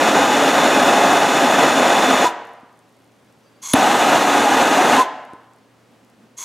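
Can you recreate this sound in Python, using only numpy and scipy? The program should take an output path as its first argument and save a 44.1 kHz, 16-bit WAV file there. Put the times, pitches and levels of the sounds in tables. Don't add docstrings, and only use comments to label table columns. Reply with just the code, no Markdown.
import sys
import numpy as np
from scipy import signal
from scipy.fft import rfft, irfft, next_fast_len
from scipy.io import wavfile

SR = 44100
rng = np.random.default_rng(int(sys.argv[2]) if len(sys.argv) > 2 else 0)


def nominal_scale(level):
    x = np.asarray(level, float) / 20
    return 10 ** x


def waveform_to_disk(signal):
    frames = np.transpose(np.atleast_2d(signal))
    scaled = np.clip(frames, -1, 1) * 32767
    samples = np.round(scaled).astype(np.int16)
    wavfile.write(sys.argv[1], SR, samples)


N = 284004
TIME = np.arange(N) / SR
SIZE = next_fast_len(N + SR)
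HZ = np.maximum(np.arange(SIZE // 2 + 1) * SR / SIZE, 1)
TOP_HZ = 15800
ROAR_FALL_DB_PER_S = 420

# lights_s, valve_shuts_s, roar_db, hiss_db
BURNS = [
    (-1.0, 2.245, -15.3, -29.4),
    (3.74, 4.99, -15.3, -29.4),
]
# centre_s, half_length_s, level_db
RUMBLE = [
    (3.45, .3, -67),
    (6.0, .15, -61),
    (6.22, .06, -54),
]


def rms_one(x):
    return x / np.sqrt(np.mean(x ** 2) + 1e-20)


def at_hz(points, hz):
    points = np.array(points)
    return np.interp(np.log(hz), np.log(points[:, 0]), points[:, 1])


def filtered(x, response):
    return irfft(rfft(x, SIZE) * response, SIZE)[..., :N]


def drift(rate_hz):
    return rms_one(filtered(rng.standard_normal(N), 1 / (1 + (HZ / rate_hz) ** 2)))


def tone(pitch_hz):
    return np.sin(2 * np.pi * np.cumsum(pitch_hz) / SR)


def ring(clicks, hz, t60):
    radius = nominal_scale(-60 / (t60 * SR))
    angle = 2 * np.pi * hz / SR
    poles = [1, -2 * radius * np.cos(angle), radius * radius]
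    return signal.lfilter([0, np.sin(angle)], poles, clicks + 1e-18)


def click(s, db):
    out = np.zeros(N)
    out[round(s * SR)] = nominal_scale(db)
    return out


def held(s, length_s, rise, fall):
    return np.minimum(0, rise * (TIME - s)) - np.maximum(0, fall * (TIME - s - length_s))


def opening(s, gap_db, settle_s):
    return gap_db * np.exp(-np.maximum(TIME - s, 0) / settle_s)


def flame(low_flicker_db, high_flicker_db, split_hz, shared):
    # frequency_hz, density_db
    roar_spectrum = [(15, -81), (25, -48.5), (189, -9.5), (261, -1), (352, -4.5), (691, -1.5), (1680, -8.5),
                     (2200, -14.5), (3220, -14.5), (3490, -17.5), (4690, -23.5), (6850, -23.5),
                     (8270, -28.5), (14200, -36.5), (15800, -49)]
    # centre_hz, width_hz, first_burn_db, second_burn_db
    tube_colour = [(275, 70, 4, 3.5), (538, 21, 4, 2), (591, 12, 4, 2.5), (698, 36, 4.5, 1),
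                   (744, 24, 0, 7), (761, 20, -6, -9.5), (776, 120, 3, 3.5), (840, 85, 3.5, 4),
                   (856, 13, -2.5, -1.5), (1143, 29, -6, -5.5), (1254, 82, 3.5, 4.5), (1340, 35, -5, -8.5),
                   (1805, 30, -2.5, -3.5), (2275, 56, -8, -8.5), (2605, 140, 5, 2), (2703, 92, -9, -3.5),
                   (3180, 227, -10, -9.5), (3510, 200, 7, 3), (3920, 68, -7.5, -3.5), (4520, 56, -6, -7.5),
                   (4800, 250, -4.5, -5.5), (5260, 76, -3, -14.5), (5640, 70, 0, -7), (6150, 250, 2.5, 3),
                   (6430, 200, -5.5, -2), (6820, 430, 6, 3.5), (7500, 200, -2.5, -4), (7830, 200, 0, 3.5),
                   (12700, 700, -10, -4), (14000, 1500, 1.5, 0)]
    hiss_outlasts_s = .024
    upper = 1 / (1 + (split_hz / HZ) ** 4)
    out = np.zeros((2, N))
    for k, (lit, shut, roar_db, hiss_db) in enumerate(BURNS):
        colour_db = sum(row[2 + k] / (1 + (2 * (HZ - row[0]) / row[1]) ** 2) for row in tube_colour)
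        body = nominal_scale(at_hz(roar_spectrum, HZ) + colour_db * [[1], [shared]])
        white = rng.standard_normal(N)
        roar_db = roar_db + opening(lit, -18, .004) + opening(lit, -2.0, .2)
        roar_db = roar_db + held(0, shut, 0, ROAR_FALL_DB_PER_S)
        hiss_db = hiss_db + opening(lit, -9, .015) + held(0, shut + hiss_outlasts_s, 0, 480)
        flutter = drift(25) + .6 * drift(90) + .3 * drift(9)
        roar = rms_one(filtered(white, body * np.sqrt(1 - upper)))
        hiss = rms_one(filtered(white, body * np.sqrt(upper)))
        roar = roar * nominal_scale(roar_db + low_flicker_db * flutter)
        hiss = hiss * nominal_scale(hiss_db + 3.5 + high_flicker_db * flutter)
        out += (roar + hiss) * (TIME >= lit)
    return out


def song():
    # start_s, highest_s, stop_s, top_pitch_hz, level_db
    starving_songs = [
        (2.234, 2.266, 2.276, 990, -14),
        (4.982, 5.006, 5.032, 1035, -14),
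    ]
    arch_s, arch_hz, arch_db = .03, 125, 4
    edge_db_per_s, throb_db = 1100, 3
    drone_hz, drone_wander_hz, drone_db = 780, 45, -7
    out = np.zeros(N)
    for s, highest, end, hz, db in starving_songs:
        away = np.minimum(((TIME - highest) / arch_s) ** 2, 1.5)
        level_db = db + 4 - arch_db * away + held(s, end - s, edge_db_per_s, edge_db_per_s)
        pitch_hz = hz - arch_hz * away + 12 * drift(40)
        out += nominal_scale(level_db + throb_db * drift(50)) * tone(pitch_hz)
    burning = sum((TIME > lit + .02) * nominal_scale(db + held(0, shut, 0, ROAR_FALL_DB_PER_S))
                  for lit, shut, db, _ in BURNS)
    drone = drift(22) * tone(drone_hz + drone_wander_hz * drift(6))
    return out + burning * nominal_scale(drone_db) * drone


def thumps():
    # time_s, level_db, ring_hz, t60_s
    pocket_bursts = [
        (2.632, -38, 270, .04),
        (3.453, -60, 300, .02),
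        (3.7397, -2, 268, .06),
        (3.7397, -2, 480, .008),
        (5.3342, -29, 300, .028),
        (5.3349, -35, 750, .008),
        (5.3351, -41, 1700, .005),
    ]
    # over_ring_db, front_hz
    burst_fronts = [(-10, 900), (6, 1200), (0, 1150), (-12, 2200), (-12, 900), (-7, 3900), (-4, 2600)]
    out = np.zeros(N)
    for (s, db, hz, t60), (front_db, front_hz) in zip(pocket_bursts, burst_fronts):
        dip = click(s - .45 / front_hz, db + front_db)
        out += ring(click(s, db), hz, t60) - ring(dip, front_hz, 4.0 / front_hz)
    return out


def igniter():
    # time_s, level_db
    snap_contacts = [
        (3.7333, -29),
        (3.7349, -8.5),
        (3.7358, -20.5),
        (3.7369, -8.5),
        (3.7408, -27.5),
        (3.745, -29),
    ]
    # mode_hz, level_db, t60_s
    housing_modes = [(1400, -2, .005), (3740, 1.5, .003), (6000, -10, 0.0032), (10360, 4.5, 0.0038),
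                     (13500, -14.5, .003)]
    rattle = sum(nominal_scale(db) * np.exp(-abs(TIME - s) / 0.00098) * (TIME > s) for s, db in snap_contacts)
    rings = [nominal_scale(db) * rms_one(ring(rattle * rng.choice([-1, 1], N), hz, t60))
             for hz, db, t60 in housing_modes]
    return 0.67 * np.std(rattle) * sum(rings)


def cold_gas(gaps_db):
    # valve_opens_s, flame_takes_over_s, level_db
    unlit_gas = [
        (3.616, 3.742, -31.5),
        (6.367, 6.6, -33),
    ]
    # mode_hz, width_hz, level_db
    cold_modes = [(1020, 130, -5), (2160, 110, -11), (3380, 110, -9), (4200, 200, -15), (4600, 100, -13),
                  (5000, 100, -19), (5850, 300, -10), (6450, 200, 0), (6780, 150, -3), (7600, 220, -6),
                  (9010, 250, -15), (10080, 200, -14), (11180, 120, -14), (12000, 200, -19)]
    flow_gain_db_per_s, taken_db_per_s = 15, 550
    modes = sum(nominal_scale(2 * db) / (1 + (2 * (HZ - hz) / (1.65 * width)) ** 2) ** 2
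                for hz, width, db in cold_modes)
    body = np.sqrt(modes + nominal_scale(2 * gaps_db)) / (1 + (700 / HZ) ** 4) / (1 + (HZ / 13500) ** 14)
    flow = np.zeros(N)
    for s, end, db in unlit_gas:
        level_db = db + opening(s, -30, .0055) + flow_gain_db_per_s * (TIME - s)
        flow += (TIME >= s) * nominal_scale(level_db + held(0, end, 0, taken_db_per_s))
    return flow * nominal_scale(1.9 * drift(80)) * rms_one(filtered(rng.standard_normal(N), body))


def leak(width_hz):
    # start_s, held_s, whistle_hz, level_db
    seat_leaks = [
        (3.455, .13, 4700, -73),
        (3.43, .03, 6050, -77),
    ]
    edge_db_per_s, wander_hz = 600, 80
    out = np.zeros(N)
    for s, length_s, hz, db in seat_leaks:
        gain = nominal_scale(db + 5 + held(s, length_s, edge_db_per_s, edge_db_per_s))
        out += gain * (.9 + .35 * drift(width_hz)) * tone(hz + wander_hz * drift(8))
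    return out


def crackle(fizz_per_s, fizz_db):
    # time_s, peak_db
    flux_bursts = [(2.4517, -46), (2.4707, -43.5), (2.534, -48.5), (2.6089, -50), (2.7575, -52.5),
                   (2.7735, -53), (2.7909, -49), (2.8917, -51), (2.9665, -50.5), (2.9895, -53),
                   (3.0025, -47.5), (3.0199, -48.5), (3.0434, -50.5), (3.0753, -52), (3.2464, -51),
                   (3.3153, -55), (3.3252, -48), (3.3572, -52), (3.4031, -52), (5.2506, -45), (5.3339, -48),
                   (5.5345, -49), (5.5619, -52.5), (5.5853, -53.5), (6.0468, -48), (6.099, -48)]
    # mode_hz, level_db, t60_s, fizz_share_db
    joint_modes = [(6700, 9.5, 0.0047, -10), (7900, 0, .003, 0), (9000, 3, .003, 0), (10900, 2.5, .003, 0),
                   (12200, -1, .0025, 0)]
    low_mode_db, tick_db, tick_hz = -14, -1.0, 6000
    s, db = np.transpose(flux_bursts)
    hot = (TIME > 2.4) & (TIME < 3.45)
    fizz = hot * (rng.random(N) < fizz_per_s / SR) * nominal_scale(fizz_db + 4.0 * rng.standard_normal(N))
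    strength = rng.standard_normal((len(s), len(joint_modes)))
    struck = ((s + .001) * SR).astype(int)
    rings = np.zeros(N)
    for k, (hz, mode_db, t60, share_db) in enumerate(joint_modes):
        clicks = fizz * nominal_scale(share_db) * rng.random(N) ** 2
        clicks[struck] = nominal_scale(db + low_mode_db * (k == 0) + 5.5 * strength[:, k] - 10)
        rings += nominal_scale(mode_db) * ring(clicks, hz, t60)
    ticks = sum(click(at + .001, peak_db + tick_db) for at, peak_db in flux_bursts)
    ticks = ticks + fizz * nominal_scale(0.5) + 1e-18
    ticks = signal.sosfilt(signal.butter(2, tick_hz, "high", fs=SR, output="sos"), ticks)
    ticks = filtered(ticks, (HZ < TOP_HZ) / (1 + (HZ / 14000) ** 4))
    return signal.sosfilt(signal.butter(4, 12500, fs=SR, output="sos"), rings) + ticks


def bench(x):
    # frequency_hz, side_to_mid_db
    bench_side = [(60, -40), (700, -35), (2000, -27), (3600, -33), (4900, -19), (5450, -31), (6000, -19),
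                  (6900, -27), (8000, -21.5), (10000, -22), (15000, -21)]
    scatter = rng.standard_normal(2000) * np.exp(-np.arange(2000) / 500.)
    return filtered(x, rfft(scatter / np.linalg.norm(scatter), SIZE) * nominal_scale(at_hz(bench_side, HZ)))


def room(x):
    # frequency_hz, t60_s
    room_decay = [(60, 1), (260, 0.87), (700, 0.98), (1840, 0.95), (4850, 0.79), (12800, 0.48)]
    # frequency_hz, wet_db
    room_level = [(60, -12), (260, -15), (800, -7.5), (2000, -11.5), (4500, -17), (8000, -21), (13000, -29)]
    # frequency_hz, side_to_mid_db
    room_side = [(60, -8.5), (120, -20), (380, -23), (700, -25), (1300, -24), (4400, -9), (8000, -6),
                 (15000, -16)]
    t = np.arange(SR) / SR
    hz = np.maximum(np.arange(SR // 2 + 1.), 1)
    noise = rfft(rng.standard_normal((2, SR)))
    echo = np.zeros((2, SR))
    for centre in 40 * 2 ** np.arange(0, 9, .5):
        band = np.cos(np.pi * np.clip(np.log2(hz / centre), -.5, .5)) ** 2
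        t60 = at_hz(room_decay, centre)
        unit_energy = np.sqrt(6 * np.log(10) / (t60 * SR))
        echo += irfft(noise * band, SR) * nominal_scale(-60 * t / t60) * unit_energy
    echo *= np.clip((t - .004) / 0.0054, 0, 1)
    wet = rfft(echo, SIZE) * nominal_scale(at_hz(room_level, HZ))
    wet[1] *= nominal_scale(at_hz(room_side, HZ))
    return filtered(x, wet)


def swells():
    return np.array([np.exp(-.5 * ((TIME - s) / half) ** 2) for s, half, _ in RUMBLE])


def shop():
    # frequency_hz, density_db
    shop_spectrum = [(15, -53), (25, -19), (59, -23.5), (110, -12.5), (141, -12), (269, -4.5), (316, -10),
                     (486, -9.5), (557, -10.5), (1640, -19.5), (1820, -20.5), (8730, -33.5), (15800, -42.5)]
    # frequency_hz, side_to_mid_db
    shop_side = [(60, -1.5), (110, -13), (200, -8.5), (380, -9.5), (700, -10), (1290, -11.5), (2380, -8),
                 (4400, -11), (8120, -10.5), (15000, -13)]
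    hum_hz, hum_db = 118, -63
    level_db = -56.5 + 1.5 * swells().max(0)
    mid, side = filtered(rng.standard_normal((2, N)), nominal_scale(at_hz(shop_spectrum, HZ)))
    scale = nominal_scale(level_db + .4 * drift(5)) / np.std(mid)
    hum = nominal_scale(hum_db + .7 * drift(3)) * np.sin(2 * np.pi * hum_hz * TIME)
    return np.array([scale * mid + hum, scale * filtered(side, nominal_scale(at_hz(shop_side, HZ)))])


def rumble(centre_hz, width_hz):
    band = 1 / (1 + (2 * (HZ - centre_hz) / width_hz) ** 2)
    gain = nominal_scale(np.array(RUMBLE)[:, 2]) @ swells()
    return gain * rms_one(filtered(rng.standard_normal(N), band))


def scene():
    near, far = flame(low_flicker_db=1.15, high_flicker_db=0.53, split_hz=3160, shared=.3)
    singing = song()
    gas = cold_gas(gaps_db=-22.5)
    clicks = igniter() + thumps() + leak(width_hz=90) + crackle(fizz_per_s=90, fizz_db=-61)
    jet = near + singing + gas
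    walls = room(far + nominal_scale(-5.5) * singing + gas + clicks)
    direct = [jet, bench(jet + nominal_scale(7.5) * clicks)]
    mid, side = filtered(walls + shop() + direct, HZ < TOP_HZ)
    mid += rumble(centre_hz=235, width_hz=96)
    mid += clicks
    return np.array([mid + side, mid - side])


def roll_off(x):
    return signal.sosfilt(signal.butter(12, 16440, fs=SR, output="sos"), x)


def record(dry):
    ceiling, low_hz = 1.25, 72
    rounded = ceiling * np.tanh(dry / ceiling)
    thin = signal.sosfilt(signal.butter(3, low_hz, "high", fs=SR, output="sos"), rounded)
    return roll_off(thin)


dry = scene()
out = record(dry)
waveform_to_disk(out)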